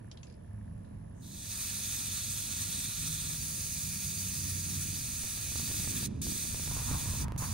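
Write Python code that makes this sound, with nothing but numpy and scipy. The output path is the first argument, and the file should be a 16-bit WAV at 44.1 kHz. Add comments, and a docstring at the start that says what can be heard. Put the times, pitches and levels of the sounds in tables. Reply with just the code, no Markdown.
"""From the start insects buzz, a camera ticks and a far engine drones (filtered noise, pulses, sines);
a small part rattles on the rim (ringing noise bursts). At 1.2 s the pressed valve pin of a car tyre
lets out a jet of air some metres away: turbulence coloured by wheel and hand. Late on, wind rises in
the leaves and at the camera's two ports, as rumble, roar, buffeting and pressure jumps, beside a breathy
whoosh around 900 Hz; at 6.06 s and 7.25 s the hand slips off the pin and the jet stops for a moment."""
import sys
import numpy as np
from scipy import signal
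from scipy.fft import rfft, irfft, next_fast_len
from scipy.io import wavfile
from scipy.ndimage import uniform_filter1d, map_coordinates

SR = 44100
rng = np.random.default_rng(int(sys.argv[2]) if len(sys.argv) > 2 else 0)


def generate_wav(sig):
    """Save sig (samples, or channels by samples) to the path in sys.argv[1] as 16-bit PCM at SR."""
    pcm = np.round(np.clip(np.atleast_2d(sig).T, -1, 1) * 32767).astype(np.int16)
    wavfile.write(sys.argv[1], SR, pcm)


N = 332073
T = np.arange(N) / SR  # time/s

# Spectrum of leaves in the open air: f/Hz, relative level/dB
OUTDOORS = [(250, -28), (350, -9), (600, -4), (1000, -15.5), (2250, -26), (4000, -34.5), (6500, -34.5),
            (9100, -42)]
# Far engine, levels before channel gains: t/s, first order/dB, second order/dB, low tone/dB
ENGINE_ORDERS = [(.3, -68, -70, -90), (.6, -45, -55.5, -58), (1.1, -59.5, -59.5, -56),
                 (2.3, -52.5, -63, -69.5), (3.1, -52, -70, -48), (3.85, -59, -53.5, -55.5),
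                 (4.45, -41.5, -52.5, -52.5), (5.1, -48, -58, -52), (5.3, -80, -72, -79)]
# Spectrum of wind rumble: f/Hz, relative level/dB
RUMBLE_SPECTRUM = [(25, -49), (35, -12), (50, -2), (92, 1), (125, -0.5), (200, -9.5), (260, -15.5),
                   (440, -76)]
# Wind before the swells: t/s, rumble level/dB, roar over the rumble/dB
WIND = [(0, -49.5, -8.5), (.8, -45.5, -12.5), (1.35, -49, -9.5), (3.2, -45, -10), (4.2, -46, -10.5),
        (4.8, -42, -7.5), (5.3, -47.5, -10.5), (5.6, -42, -9), (5.9, -39.5, -7.5), (6.1, -42, 0.5),
        (6.3, -43, 0), (6.37, -45, -5), (6.7, -40, -13.5), (7.53, -37, -15)]
# Slow buffeting of the ports: t/s, level/dB
BUFFETING = [(0, -67), (5.25, -68), (6.4, -62), (7, -53), (7.53, -64)]
# Short swells of the rumble and puffs of the whoosh:
# peak t/s, swell of the rumble/dB, whoosh level before flicker/dB
SWELLS = [(6.74, 3.5, -57), (6.93, 6.5, -46.5), (7.095, 1, -56), (7.24, 6, -64), (7.29, -2, -59),
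          (7.435, -1, -47.5)]
# Pressure jumps at set times, mostly strong, a few faint: t/s, step level before channel gains/dB
PRESSURE_JUMPS = [(5.236, -38), (5.246, -36), (5.52, -37), (5.703, -37), (5.744, -37), (5.845, -37),
                  (6.321, -38), (6.363, -37), (7.086, -34), (7.153, -35), (5.374, -39), (5.558, -32.5),
                  (5.5987, -33.5), (5.876, -31), (6.0296, -33), (5.715, -33), (5.797, -37), (6.115, -47),
                  (6.1646, -44), (6.2691, -31.5), (6.453, -38), (6.546, -30), (6.5979, -34.5), (6.677, -32),
                  (6.715, -31), (6.768, -29), (6.819, -34), (6.914, -27), (6.947, -33), (7.059, -33),
                  (7.138, -32), (7.283, -30.5), (7.3217, -29.5), (7.363, -33), (7.423, -29)]
# Phase between the ports in the open air: f/Hz, lead of left/rad
PORT_LEAD = [(60, -0.16), (200, 0.15), (300, -1.44), (500, -2.5), (690, -4), (850, -1.9), (1100, 1.5)]
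# Balance of the ports in the open air: f/Hz, left minus right level/dB
PORT_BALANCE = [(60, -1), (130, -2.5), (250, -6), (640, 0), (3000, -3)]
# Coherence of the ports in the open air: f/Hz, power share common to both (0-1)
PORT_COMMON = [(60, .9), (200, .93), (300, 0.63), (640, 0.71), (1000, 0.98), (3000, 0.12), (7000, .05)]
# Knocks on the rim: t/s, relative level/dB, main ring f/Hz, second ring f/Hz, decay by 60 dB t/s
KNOCKS = [(0.1138, -38.5, 5300, 3300, 0.1), (0.1723, -45.5, 3990, 3300, 0.14),
          (0.2307, -40, 6680, 2620, 0.14), (0.2687, -50, 4850, 2500, 0.2), (0.298, -51, 4930, 2400, 0.2),
          (0.3235, -56, 4900, 6700, .1), (0.3396, -55, 4870, 2400, 0.12), (0.848, -60, 4000, 2800, .3)]
# Hollows of wheel, hand and ground: f/Hz, width f/Hz,
# level/dB at the first hand position, level/dB at the second
HOLLOWS = [(980, 1220, -19.5, -26.5), (1344, 560, -13, -25.5), (1797, 450, -13, -20), (2480, 545, -9, -12),
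           (2980, 150, -13, -17.5), (3597, 650, -5, -15), (4110, 620, -6.5, -13.5), (4700, 400, -12, -6.5),
           (5190, 950, -10.5, -13), (5990, 910, -5, -5), (6567, 520, -5.5, -4.5), (7240, 420, -11, -14),
           (7820, 370, -5.5, -5), (8283, 300, 3, -3), (8780, 820, -7, -3.5), (9710, 780, -6, -7),
           (10640, 860, -7.5, -3.5), (11550, 800, -11, -10), (13000, 1150, -10.5, -13),
           (14050, 520, -9, -8.5), (14850, 400, -18, -7), (15830, 880, -8.5, -5.5)]
# Camera body shading the left port from the jet: f/Hz, left minus right level/dB
BODY_SHADE = [(1200, 1.5), (1800, -3.5), (2500, 0), (3400, -1), (4100, -2), (5300, 1), (6000, -1.5),
              (6600, -12.5), (7100, -8), (8000, -1), (9000, 0)]
# Phase of the jet between the ports: f/Hz, lead of left/rad
JET_LEAD = [(1000, -.5), (1800, -.6), (2400, 0), (3200, -.1), (4000, -.8), (4700, 0), (6400, -3),
            (7600, -8.6), (8500, -8), (15000, -7.7)]
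# Coherence of the jet at the ports: f/Hz, power share common to both (0-1)
JET_COMMON = [(1000, 0.26), (2500, 1), (3000, 0.58), (4000, 0.83), (6000, 0.58), (7000, .45), (8300, 0.99),
              (12000, 0.34), (15000, 0.52)]
# Valve pin held down: opens t/s, shuts t/s, level/dB of the brief leak relative to the jet
PRESSES = [(1.2, 6.062, -10), (6.216, 7.245, -25), (7.378, 7.6, -25)]
# Strength of the jet before its overall lift: t/s, level/dB
JET_FLOW = [(1.2, -78), (1.225, -62), (1.28, -54), (1.47, -44.5), (1.5, -42), (1.58, -39), (3.3, -39),
            (3.4, -39.5), (5.52, -40), (5.6, -37.5), (6.04, -38), (6.4, -39), (7.21, -40), (7.245, -46.5),
            (7.38, -41.5), (7.53, -44)]
# Hand at the wheel: t/s, position (0-1), gain of the jet's lower part/dB
HAND = [(1.2, 0.0, -11), (1.55, 0.48, -1), (3.3, 0.06, -4.5), (3.4, 0.83, -1), (5.52, 0.68, 1),
        (6, 0.58, 0), (6.22, 0.5, -6), (6.4, 0.48, -3.5), (7.21, 0.6, 1.5), (7.4, 0.96, -6),
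        (7.53, .7, 3.5)]


def amp(db):
    """A level in dB is twenty times the logarithm of amplitude."""
    return 10 ** (np.asarray(db) / 20)


def unit(x):
    """Division by the root mean square gives unit effective value."""
    return x / np.sqrt(np.mean(x ** 2) + 1e-20)


def along(points, hz):
    """Linear interpolation of (f/Hz, value) points over logarithmic frequency."""
    f, v = np.transpose(points)
    return np.interp(np.log(hz + 1), np.log(f + 1), v)


def curves(rows):
    """Linear interpolation in time of each column after t/s."""
    s, *cols = np.transpose(rows)
    return [np.interp(T, s, c) for c in cols]


def wobble(rate):
    """Slow random modulation: a spline through rate random knots per second."""
    knots = rng.standard_normal(int(N * rate / SR) + 4)
    return map_coordinates(knots, [T * rate])


def filtered(x, response):
    """Linear filtering: the spectrum is multiplied by a frequency response."""
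    m = next_fast_len(N + 4096, True)
    return irfft(rfft(x, m) * response(np.fft.rfftfreq(m, 1 / SR)), m)[..., :N]


def peak(hz, centre_hz, width_hz):
    """Response of a damped resonator, causal and of unit height."""
    damping = 1j * hz * width_hz
    return damping / (centre_hz ** 2 - hz ** 2 + damping)


def turbulence(patchy_db):
    """Turbulent intermittency: three independent noises share patches of random gain."""
    z = signal.stft(rng.standard_normal((3, N)), nperseg=512)[2]
    patches = rng.standard_normal(z.shape[1:])
    patches = uniform_filter1d(patches, size=8, axis=0)  # over frequency
    patches = uniform_filter1d(patches, size=12, axis=1)  # over time
    return signal.istft(z * amp(patchy_db * unit(patches)), nperseg=512)[1][:, :N]


def ports(noise, common, lead, balance, colour):
    """Partial coherence: each port takes a common noise and one of its own; the pair has rms 1."""
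    m = next_fast_len(N, True)
    hz, z = np.fft.rfftfreq(m, 1 / SR), rfft(noise, m)
    side = np.array([[.5], [-.5]])  # left, right
    share = np.clip(along(common, hz), 0, 1)
    shared = np.sqrt(share) * np.exp(1j * side * along(lead, hz)) * z[0]
    pair = shared + np.sqrt(1 - share) * z[1:]
    return unit(irfft(pair * amp(side * along(balance, hz)) * colour(hz), m)[:, :N])


def near(colour, patchy_db):
    """Partial coherence of open-air noise at the two ports."""
    return ports(turbulence(patchy_db), PORT_COMMON, PORT_LEAD, PORT_BALANCE, colour)


def leaves():
    """Wind-excited foliage: broadband rustle whose level follows the buffeting."""
    rustle = near(lambda hz: amp(along(OUTDOORS, hz)) * (hz < 9500), patchy_db=1.0)
    return amp(-62.5 + 0.29 * (curves(BUFFETING)[0] + 73.0)) * rustle


def insects():
    """Amplitude modulation: noise in two high bands pulses about 72 times a second."""
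    def song(hz):
        upper = peak(hz, 10680, 350) ** 2 + amp(-7) * peak(hz, 10540, 900) ** 2
        lower = amp(-16) * peak(hz, 7600, 600) ** 2
        return (upper + lower) * (hz < 11000)

    pulse = 1 + .5 * np.sin(2 * np.pi * 72.1 * T + .8 * wobble(3))
    buzz = unit(filtered(rng.standard_normal((2, N)), song))
    return amp(-73.5 + 0.73 * wobble(5.0)) * pulse * buzz


def camera_ticks():
    """Impulse excitation of a resonator: strong and weak ticks alternate, thirty pairs a second."""
    tick_hz = 1715
    beat = np.arange(.012, T[-1], 1 / 60)
    weaker_db = np.where(np.arange(len(beat)) % 2, -8, 0)
    pulses = np.zeros(N)
    pulses[(beat * SR).astype(int)] = amp(weaker_db + 2.5 * rng.standard_normal(len(beat)))
    return amp(-26.5) * filtered(pulses, lambda hz: peak(hz, tick_hz, 220) * peak(hz, tick_hz, 380))


def engine():
    """Periodic excitation: two orders and a low tone of a slowing engine, unsteady in pitch and level."""
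    hz = 105.6 - 2.95 * T  # falls by 2.95 Hz per second
    first_db, second_db, hum_db = curves(ENGINE_ORDERS)
    turn = 2 * np.pi * np.cumsum(hz * (1 + 0.01177 * wobble(12))) / SR
    first = amp(first_db + 2.44 * wobble(10)) * np.sin(turn)
    second = amp(second_db + 2.2 * wobble(6.6)) * np.sin(2 * turn)
    hum_turn = 2 * np.pi * np.cumsum(1.645 * hz * (1 + 0.012 * wobble(12))) / SR
    hum = amp(hum_db + 1.5 * wobble(5.6)) * np.sin(hum_turn)
    return (first + second + hum) * amp([[1.5], [4.5]])  # left, right gain/dB


def whoosh():
    """Band-limited noise: a breathy whoosh around 900 Hz, steady with short puffs."""
    from_s, rise_s, steady_db, puff_s = 6.63, .12, -53.5, 0.04

    def band(hz):
        return abs(peak(hz, 900, 640)) ** 2 + amp(-17) * abs(peak(hz, 1400, 1200)) ** 2

    puffs = sum(amp(db) * np.exp(-((T - s) / puff_s) ** 2) for s, _, db in SWELLS)
    steady = amp(steady_db) * np.clip((T - from_s) / rise_s, 0, 1)
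    return (steady + puffs) * amp(2.3 * wobble(35)) * near(band, patchy_db=1.1)


def pressure_jumps(rumble):
    """Exponential relaxation: sudden steps leak away, opposing the rumble at the right port."""
    from_s, level_db, spread_db, leak_s = 5.3, -44.5, 5, 0.0023
    scattered = [(from_s + u * (T[-1] - from_s), level_db + spread_db * (2 * v - 1))
                 for u, v in rng.random(size=(12, 2))]  # further jumps at random times
    jumps = np.zeros(N)
    for s, db in [*PRESSURE_JUMPS, *scattered]:
        at = round(s * SR)
        jumps[at] = -np.sign(rumble[1, at]) * amp(db)
    steps = signal.lfilter([1], [1, -np.exp(-1 / (leak_s * SR))], jumps)
    return steps * amp([[-2.5], [1.8]])  # left, right gain/dB


def wind():
    """Turbulent pressure at the ports: rumble, roar and buffeting, with sudden jumps."""
    rumble_db, roar_db = curves(WIND)
    swell_s = .05
    swell_db = sum(db * np.exp(-((T - s) / swell_s) ** 2) for s, db, _ in SWELLS)
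    rumble = near(lambda hz: amp(along(RUMBLE_SPECTRUM, hz)), patchy_db=0.9)
    rumble = amp(rumble_db + swell_db) * rumble
    roar = near(lambda hz: peak(hz, 236, 240) ** 2 / (1 + (hz / 450) ** 4), patchy_db=1.5)
    roar = amp(rumble_db + roar_db + 1.2 * swell_db) * roar  # swells more than the rumble
    buffet = amp(*curves(BUFFETING)) * near(lambda hz: peak(hz, 25, 30) ** 2, patchy_db=1.4)
    return rumble + roar + buffet + pressure_jumps(rumble)


def rattle():
    """Impact excitation: each knock is a crack, two brief rings and a dying scatter of echoes."""
    out, t = np.zeros((2, N + SR)), T[:SR // 4]
    for s, db, hz, second_hz, t60 in KNOCKS:
        burst = amp(-60 * t / .012) + amp(-15 - 60 * t / t60)  # crack, then echoes
        onset = 1 - np.exp(-t / 0.0014)
        crack = burst * onset * rng.standard_normal((2, len(t)))
        main_ring, second_ring = (signal.lfilter(*signal.iirpeak(f, Q=7, fs=SR), crack)
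                                  for f in (hz, second_hz))
        knock = .8 * crack + 1.9 * main_ring + 1.2 * second_ring
        out[:, round(s * SR):][:, :len(t)] += amp(db + 3.5) * knock
    return filtered(out[:, :N], lambda hz: peak(hz, 3600, 7000) ** 2 / (1 + (hz / 9000) ** 8))


def hollows(column):
    """Power sum of cavity resonances for one hand position, combed by bounces off car body and ground."""
    grid = np.arange(0, SR / 2, 10)
    power = sum(amp(2 * row[column]) * abs(peak(grid, *row[:2])) ** 4 for row in HOLLOWS)
    # weak bounces, each with a delay/ms and a level/dB
    bounces = [(22 * u, -23 - 10 * u) for u in rng.uniform(.1, 1, size=24)]
    comb = abs(1 + sum(amp(db) * np.exp(-2j * np.pi * grid * ms / 1000) for ms, db in bounces))
    gain = np.sqrt(power) * comb
    return lambda hz: np.interp(hz, grid, gain)


def valve():
    """Gating of the flow: the jet dies fast at each shut, a weak leak and a slow dull tail remain."""
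    shut_t60_s, leak_s, tail_t60_s = 0.025, 0.012, 1.8
    tail_db = -22  # under the jet
    held, tail = np.zeros((2, N))

    def dying(s):
        return amp(-60 * np.clip(T - s, 0, None) / shut_t60_s)

    for start, stop, leak_db in PRESSES:
        leak = amp(leak_db) * dying(stop + leak_s)
        held += (T >= start) * np.maximum(dying(stop), leak)
        jet_db = np.interp(stop, *np.transpose(JET_FLOW))
        tail += (T > stop) * amp(tail_db + jet_db - 60 * (T - stop) / tail_t60_s)
    return held, tail


def jet():
    """Jet noise: turbulent outflow excites the hollows of wheel and hand; the hand shifts their strengths."""
    held, tail = valve()
    flow = held * amp(*curves(JET_FLOW))
    hand, low_db = curves(HAND)
    hand = np.clip(hand, 0, 1)
    eddies = turbulence(patchy_db=0.8)
    first, second = (ports(eddies, JET_COMMON, JET_LEAD, BODY_SHADE, hollows(column))
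                     for column in (2, 3))
    hiss = (1 - hand) * first + hand * second
    low = filtered(hiss, lambda hz: 1 / (1 + (hz / 3000) ** 4))
    hiss = hiss + (amp(low_db) - 1) * low

    # a thin high leak from the first touch of the pin until the first shut
    seep_hz, first_shut_s = 6700, PRESSES[0][1]
    touch = np.clip((T - 1.13) / 0.054, 0, 1) * (T < first_shut_s)
    seep = unit(filtered(hiss, lambda hz: peak(hz, seep_hz, 900) + amp(-12) * (hz > seep_hz)))
    seep = amp(-68.5) * touch * seep

    # a mid-band rush that sets in at once as the pin gives, until the first shut
    spit = unit(filtered(hiss, lambda hz: peak(hz, 4000, 2600) ** 2))
    spit = amp(-66) * (T > 1.222) * (T < first_shut_s) * spit

    # a dull hiss lingers after each shut, dying slowly
    dull = unit(filtered(hiss, lambda hz: (hz < 9500) / (1 + (hz / 2800) ** 2)))
    flicker = amp(2.5 + 0.15 * wobble(9.8) + 0.78 * wobble(40))  # with an overall lift of 2.5 dB
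    return flicker * flow * hiss + tail * dull + seep + spit


def scene():
    """Superposition: the sound pressures of all sources add."""
    return leaves() + insects() + camera_ticks() + engine() + whoosh() + wind() + rattle() + jet()


def record(dry):
    """Band limitation: the camera keeps nothing above its top frequency."""
    top_hz = 15790
    return filtered(dry, lambda hz: np.clip((top_hz - hz) / 80, 0, 1) ** 2)


dry = scene()
out = record(dry)
generate_wav(out)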